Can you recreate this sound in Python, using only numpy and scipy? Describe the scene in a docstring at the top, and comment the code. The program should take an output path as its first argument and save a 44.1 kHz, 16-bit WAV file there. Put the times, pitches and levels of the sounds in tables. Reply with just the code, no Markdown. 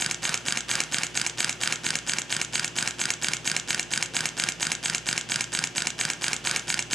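"""A small twin-cylinder model steam engine turns evenly on compressed air, on a wooden plinth on a table. Slack
joints strike brass and steel in the same order every turn, as sums of decaying frame and plinth modes. Rubbing
parts scrape as noise through the frame modes; two exhaust chuffs a turn are noise through port resonances,
gated by the valves. A small room answers with decaying noise tails, over coloured room noise and wavering
sines: a faint motor and mains hum, and a low tone at the thirteenth harmonic of the turning crank."""
import sys
import numpy as np
from scipy import signal
from scipy.fft import rfft, irfft
from scipy.io import wavfile
from scipy.ndimage import uniform_filter1d

SR = 44100
rng = np.random.default_rng(int(sys.argv[2]) if len(sys.argv) > 2 else 0)


def log_audio(samples):
    """Write samples as a 16-bit WAV file to the path given in sys.argv[1]."""
    # one column per channel
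    frames = np.atleast_2d(samples).T
    # limit to full scale, then quantise
    limited = np.clip(frames, -1, 1)
    pcm = np.round(limited * 32767).astype(np.int16)
    wavfile.write(sys.argv[1], SR, pcm)


N = 306054
SEC = np.arange(N) / SR


def undb(db):
    """Amplitude ratio of a level in decibels."""
    return 10 ** (np.asarray(db) / 20)


def level(x, db):
    """Normalisation by the root mean square, to a level in dB."""
    return x * undb(db) / np.sqrt(np.mean(x ** 2))


def band(x, hz, width):
    """Second-order resonance with unit gain at its centre."""
    return signal.lfilter(*signal.iirpeak(hz, hz / width, fs=SR), x)


def cut(x, hz, kind, order):
    """Butterworth low-pass or high-pass, maximally flat in its pass band."""
    return signal.sosfilt(signal.butter(order, hz, kind, fs=SR, output="sos"), x)


def ring(hz, t60_ms, db, rise_ms, start_cycles, size, choke=0.98):
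    """Modal superposition: sines swell over the contact time and decay; choke over 1 ends them abruptly."""
    ms = np.arange(size)[:, None] * 1000 / SR
    swell = (1 - np.exp(-ms / np.maximum(rise_ms, .02))) ** 2
    fade = np.exp(-np.log(1000) * (ms / t60_ms) ** choke)
    modes = undb(db) * swell * fade * np.sin(2 * np.pi * (hz * ms / 1000 + start_cycles))
    return modes.sum(axis=1)


# The crank passes its mark, the first heavy knock of a turn, at a steady pace.
FIRST_MARK_S, TURN_S, TURN_COUNT = 0.0222, 0.230347, 31
TURN_START_MS = -35  # relative to the mark
# The engine runs a little ahead of or behind that pace.
# Each row: time in seconds, lateness in ms.
PACE_DRIFT = [(0, 0.22), (0.5, 1.23), (1.8, 0.84), (2.2, 0.14), (2.8, -0.034), (3.05, -1.6), (4.15, -1.4),
              (4.4, -0.1), (5.2, -1.1), (6.0, 0.95), (6.9, 0.18)]
STEADY_S = FIRST_MARK_S + TURN_S * np.arange(TURN_COUNT)
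MARKS_S = STEADY_S + np.interp(STEADY_S, *np.transpose(PACE_DRIFT)) / 1000


def each_turn(sound, ms, jitter_ms, scatter_db):
    """Near-periodic repetition: one sound at one crank angle, a little uneven in time and strength."""
    pad = SR // 2
    out = np.zeros(N + 2 * pad)
    for mark, (late, hard) in zip(MARKS_S, rng.standard_normal((TURN_COUNT, 2))):
        i = pad + int((mark + (ms + jitter_ms * late) / 1000) * SR)
        out[i:i + len(sound)] += undb(scatter_db * hard) * sound
    return out[pad:pad + N]


def crank_ms():
    """Phase of the rotation, as milliseconds from the mark of the current turn."""
    turn = np.maximum(np.searchsorted(MARKS_S, SEC - TURN_START_MS / 1000) - 1, 0)
    return 1000 * (SEC - MARKS_S[turn])


# Frame modes, one list for each of the six members that a joint can strike.
# Each row: frequency in Hz, 60 dB decay time in ms, relative level in dB.
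FRAME_MODES = [
    [(849, 7.03, 0.5), (1808, 19.4, -11.5)],
    [(2274, 9.94, 0), (2748, 6.84, 0.5), (4082, 6.2, -2)],
    [(3205, 6.8, 0.5), (3694, 5.4, 3.5), (10300, 11.5, -12.5)],
    [(1616, 8.45, -5), (4883, 6.04, 2), (8000, 9.7, -8.5), (8790, 12, -14)],
    [(5350, 7.7, 1.5), (6374, 12.7, -4.5), (9460, 6.3, -3.5), (11070, 15, -18)],
    [(1284, 2.55, -17), (5860, 6, 1.5), (6990, 12.4, -2.5), (7580, 11, -4)],
]
# Modes of the plinth and table.
# Each row: frequency in Hz, 60 dB decay time in ms, relative level in dB.
PLINTH_MODES = [(150.5, 220, -14.5), (154, 155, -3.5), (175.5, 100, -7.5), (196.4, 153, -6.5),
                (224.4, 129, -5.5), (265.6, 79, -3), (330, 73, -7.5), (357, 51, -16), (428, 52, -6.5),
                (615, 21, -1.5)]
# Knocks of one turn.
# Each row: time after the mark in ms, rise at 3 kHz in ms, plinth thump in dB, thump centre in Hz,
# then the blow to each of the six members in dB.
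KNOCKS = [(-30.5, 0.33, -41.5, 274, -40, -44, -36, -33, -44, -35.5),
          (-22, 0.086, -36, 384, -43, -35, -35.5, -31.5, -29, -36),
          (-18.5, 0.62, -31, 620, -23.5, -35, -57, -27, -39, -42),
          (-13.5, 0.7, -40.5, 360, -34, -31, -51, -41, -47, -49),
          (-0.87, 0.52, -33.5, 250, -26, -16, -16, -15, -36, -30),
          (23, 0.091, -39, 156, -48, -28.5, -49, -24.5, -31, -40),
          (39, 0.33, -32, 133, -40, -27.5, -21, -14, -20.5, -23),
          (65, 0.14, -40.5, 530, -32.5, -39.5, -45, -44, -42, -52),
          (71.5, 0.29, -37, 374, -29, -29.5, -38, -38.5, -34, -53),
          (76.5, 0.067, -39, 190, -58, -43, -40, -35, -33, -31),
          (88.5, 0.44, -34, 248, -24, -15.5, -25, -21, -16.5, -19),
          (122, 0.1, -46, 320, -56, -40.5, -32, -30, -38.5, -24)]
# The cylinder block rings on after each knock, close pairs beating.
# Each row: frequency in Hz, width in Hz, gain in dB.
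BLOCK_MODES = [(739, 32, 4), (857, 23, 3), (992, 40, -2), (1033, 28, -2.5), (1422, 27, 8), (1493, 19, 9.5),
               (1613, 12, 3), (1835, 25, 4.5), (2320, 13, -30), (2400, 62, -6), (2807, 55, -5)]
CHATTER_DB = -10  # rms of the noise that multiplies the frame ring


def knocks():
    """Impact excitation: a joint strikes the same spot, so its modes return alike, the low ones swelling later."""
    hz, t60_ms, mode_db = np.concatenate(FRAME_MODES).T
    low_hz, low_t60_ms, low_db = np.transpose(PLINTH_MODES)
    member_sizes = [len(member) for member in FRAME_MODES]
    # the blow spreads through the frame, so the modes start out of step and never pile into one spike
    rank = np.argsort(np.argsort(hz))
    stagger = rank ** 2 / (2 * len(hz)) + rank / 2
    frame = plinth = 0
    for ms, rise_ms, thump_db, thump_hz, *member_db in KNOCKS:
        struck_db = mode_db + np.repeat(member_db, member_sizes)
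        mode_rise_ms = rise_ms * (3000 / hz) ** 0.5
        # the oil film closes over the joint and damps the ring
        tick = ring(hz, t60_ms, struck_db, mode_rise_ms, stagger, size=1024, choke=1.46)
        frame = frame + each_turn(tick, ms, jitter_ms=0.12, scatter_db=0.52)
        # the push favours the plinth modes near its centre
        reach_db = -12 * np.log2(low_hz / thump_hz) ** 2
        pushed_db = low_db + thump_db + reach_db
        thump = ring(low_hz, low_t60_ms, pushed_db, rise_ms=0.63, start_cycles=0, size=8192)
        plinth = plinth + each_turn(thump, ms, jitter_ms=0.16, scatter_db=1.46)
    block = sum(undb(db) * band(frame, f, width) for f, width, db in BLOCK_MODES)
    # chatter inside each contact is never the same twice and spreads the ring into a crack
    chatter = level(uniform_filter1d(rng.standard_normal(N), size=8), CHATTER_DB)
    crack = cut(frame * chatter, 1100, "high", order=2)
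    return frame + block + crack, cut(plinth, 132, "high", order=2)


# Rods and slides rubbing over one turn.
# Each row: time after the mark in ms, level in dB.
RUB_LEVELS = [(-36, -49), (-24.5, -37), (3, -43.5), (25, -37.5), (58, -39.5), (101.5, -37), (110, -56),
              (140, -50), (195, -54.5)]


def rubbing():
    """Friction excitation: repeating worn spots and fresh grit ring the frame, its lower modes most."""
    worn_spots = rng.standard_normal(int(TURN_S * SR)) ** 3
    worn = each_turn(worn_spots, TURN_START_MS, jitter_ms=0.1, scatter_db=3.0)
    scrape = level(worn, 0) + undb(-6) * rng.standard_normal(N)
    frame_hz = np.concatenate(FRAME_MODES)[:, 0]
    # the weight falls 3.5 dB per kHz
    body = sum(undb(-3.5 * hz / 1000) * band(scrape, hz, 630) for hz in frame_hz)
    return level(body, 0) * undb(np.interp(crank_ms(), *np.transpose(RUB_LEVELS)))


# Exhaust puffs of one turn.
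# Each row: valve opening after the mark in ms, shutting after the mark in ms, level in dB, swell in ms,
# blow-down in dB per ms.
EXHAUST_PUFFS = [(-17, 29, -23.5, 8.9, 0.36), (93.5, 145, -28.5, 1.4, 0.76)]
# Air leaks past the valves after the first puff opens and thins out round the turn; level at the mark.
LEAK_DB, LEAK_DB_PER_MS, VALVE_SHUT_MS = -41, 0.1, 1.6


def valve_flow():
    """Pressure blow-down: a puff swells as its valve opens, decays and is shut off; a leak fills the pauses."""
    ms = crank_ms()
    first_opens = EXHAUST_PUFFS[0][0]
    # before the first puff, the leak still thins out from the turn before
    leak_ms = np.where(ms > first_opens, ms, ms + 1000 * TURN_S)
    flow = undb(LEAK_DB - LEAK_DB_PER_MS * leak_ms)
    for opens, shuts, db, swell_ms, db_per_ms in EXHAUST_PUFFS:
        since = np.maximum(ms - opens, 0)
        swell = 1 - np.exp(-since / swell_ms)
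        shut = np.exp(-np.maximum(ms - shuts, 0) / VALVE_SHUT_MS)
        flow = flow + swell * undb(db - db_per_ms * since) * shut
    return flow


# Resonances of the exhaust ports.
# Each row: frequency in Hz, width in Hz, relative level in dB.
PORT_RESONANCES = [(2960, 600, -8.5), (4930, 1250, -19), (5400, 330, -13), (6357, 166, 2), (6970, 370, -2),
                   (7600, 230, -2), (8013, 196, 1), (8830, 430, -16), (10260, 1300, -19),
                   (11140, 920, -13.5)]


def exhaust():
    """Turbulent jet noise: air whistles through the port resonances as the slide valves open."""
    turbulence = rng.standard_normal(N)
    slow_noise = level(uniform_filter1d(rng.standard_normal(N), size=120), 0)
    flutter = undb(1.75 * slow_noise)  # 1.75 dB rms
    jet = 0
    for k, (hz, width, db) in enumerate(PORT_RESONANCES):
        # neighbouring resonances alternate in sign
        jet = jet + (-1) ** k * undb(db) * band(turbulence, hz, width)
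    return level(jet, 0) * flutter * valve_flow()


# Coloured room noise, interpolated over log frequency.
# Each row: frequency in Hz, relative density in dB per Hz.
NOISE_SPECTRUM = [(35, -30), (59, -30), (100, -10), (125, -1.5), (391, -4.5), (1560, -15), (2130, -12.5),
                  (2850, -5.5), (3160, -9.5), (3430, -9.5), (3730, -19.5), (6380, -15.5), (9070, -43),
                  (12400, -28), (14000, -62)]
# Steady hum about which the level wavers.
# Each row: frequency in Hz, rms level in dB.
HUM_TONES = [(56.5, -59), (58.8, -73), (118, -55), (120, -74), (157.6, -57), (169.5, -59), (235.4, -64),
             (294.8, -64.5), (353.9, -55.5)]
AIR_DB = -46  # rms of the coloured noise pair, before its side part is lowered


def room_tone():
    """Stationary shaped noise, and a sum of hum sines whose levels waver slowly."""
    hz = np.maximum(np.fft.rfftfreq(N, 1 / SR), 1)
    point_hz, point_db = np.transpose(NOISE_SPECTRUM)
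    shape = undb(np.interp(np.log(hz), np.log(point_hz), point_db))
    air = level(irfft(rfft(rng.standard_normal((2, N))) * shape, N), AIR_DB)
    for f, db in HUM_TONES:
        # three random levels a second, joined by straight lines
        waver_db = 1.3 * np.interp(SEC * 3.0, np.arange(64), rng.standard_normal(64))
        tone = np.sin(2 * np.pi * (f * SEC + rng.random()))
        air[0] += np.sqrt(2) * undb(db + waver_db) * tone
    return air[0], undb(-5.5) * air[1]


ROOM_T60_S, ROOM_DB, ROOM_HZ = 0.29, -14, 2650  # decay time, energy of each tail, low-pass cutoff


def room(x):
    """Diffuse reverberation: two unrelated decaying noise tails, duller than the direct sound."""
    t = SEC[:SR // 2]
    onset = np.clip(t / 0.0097, 0, 1)
    tails = rng.standard_normal((2, len(t))) * undb(-60 * t / ROOM_T60_S) * onset
    tails = cut(tails, ROOM_HZ, "low", order=1)
    tails = undb(ROOM_DB) * tails / np.sqrt((tails ** 2).sum(axis=1, keepdims=True))
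    return signal.fftconvolve(x[None], tails, axes=1)[:, :N]


# Reflection from the table top, then a delayed copy, opposite in the two channels, which widens the treble.
# Each row: delay in ms, level in dB (the second row's before its slope is taken).
DELAYED_COPIES = [(1.7, -28), (9, -21)]
RIGHT_SHARE, SIDE_DB = 0.12, -17.5  # lean to the right; gain of the engine's slope in the side signal


def scene():
    """Mid-side stereophony: engine, reflection and room as middle and side of a close microphone pair."""
    frame, plinth = knocks()
    engine = frame + rubbing() + exhaust()
    table, widener = (undb(db) * np.roll(engine, int(ms * SR / 1000)) for ms, db in DELAYED_COPIES)
    wet = room(engine)
    air, air_side = room_tone()
    mid = engine + table + plinth + wet[0] + air
    # the slope makes the side signal grow with pitch, so the engine's treble sounds wider than its bass
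    side = undb(SIDE_DB) * np.gradient(engine - table) + np.gradient(widener)
    side = side + undb(-8.5) * cut(wet[1], 230, "high", order=1) + air_side
    # the engine stands a little to the right; its thump leans left through the table
    side = side - RIGHT_SHARE * cut(engine + table, 7100, "low", order=1)
    side = side + 0.013 * (plinth + air)
    return np.array([mid + side, mid - side])


TOP_HZ = 14300


def record(dry):
    """Band limitation: the microphone falls off in deep bass and above the presence range; the top is cut."""
    no_rumble = cut(dry, 30, "high", order=2)
    soft = cut(no_rumble, 10540, "low", order=4)
    # steep elliptic low-pass: 0.2 dB ripple, 70 dB rejection
    return signal.sosfilt(signal.ellip(8, 0.2, 70, TOP_HZ, fs=SR, output="sos"), soft)


dry = scene()
out = record(dry)
log_audio(out)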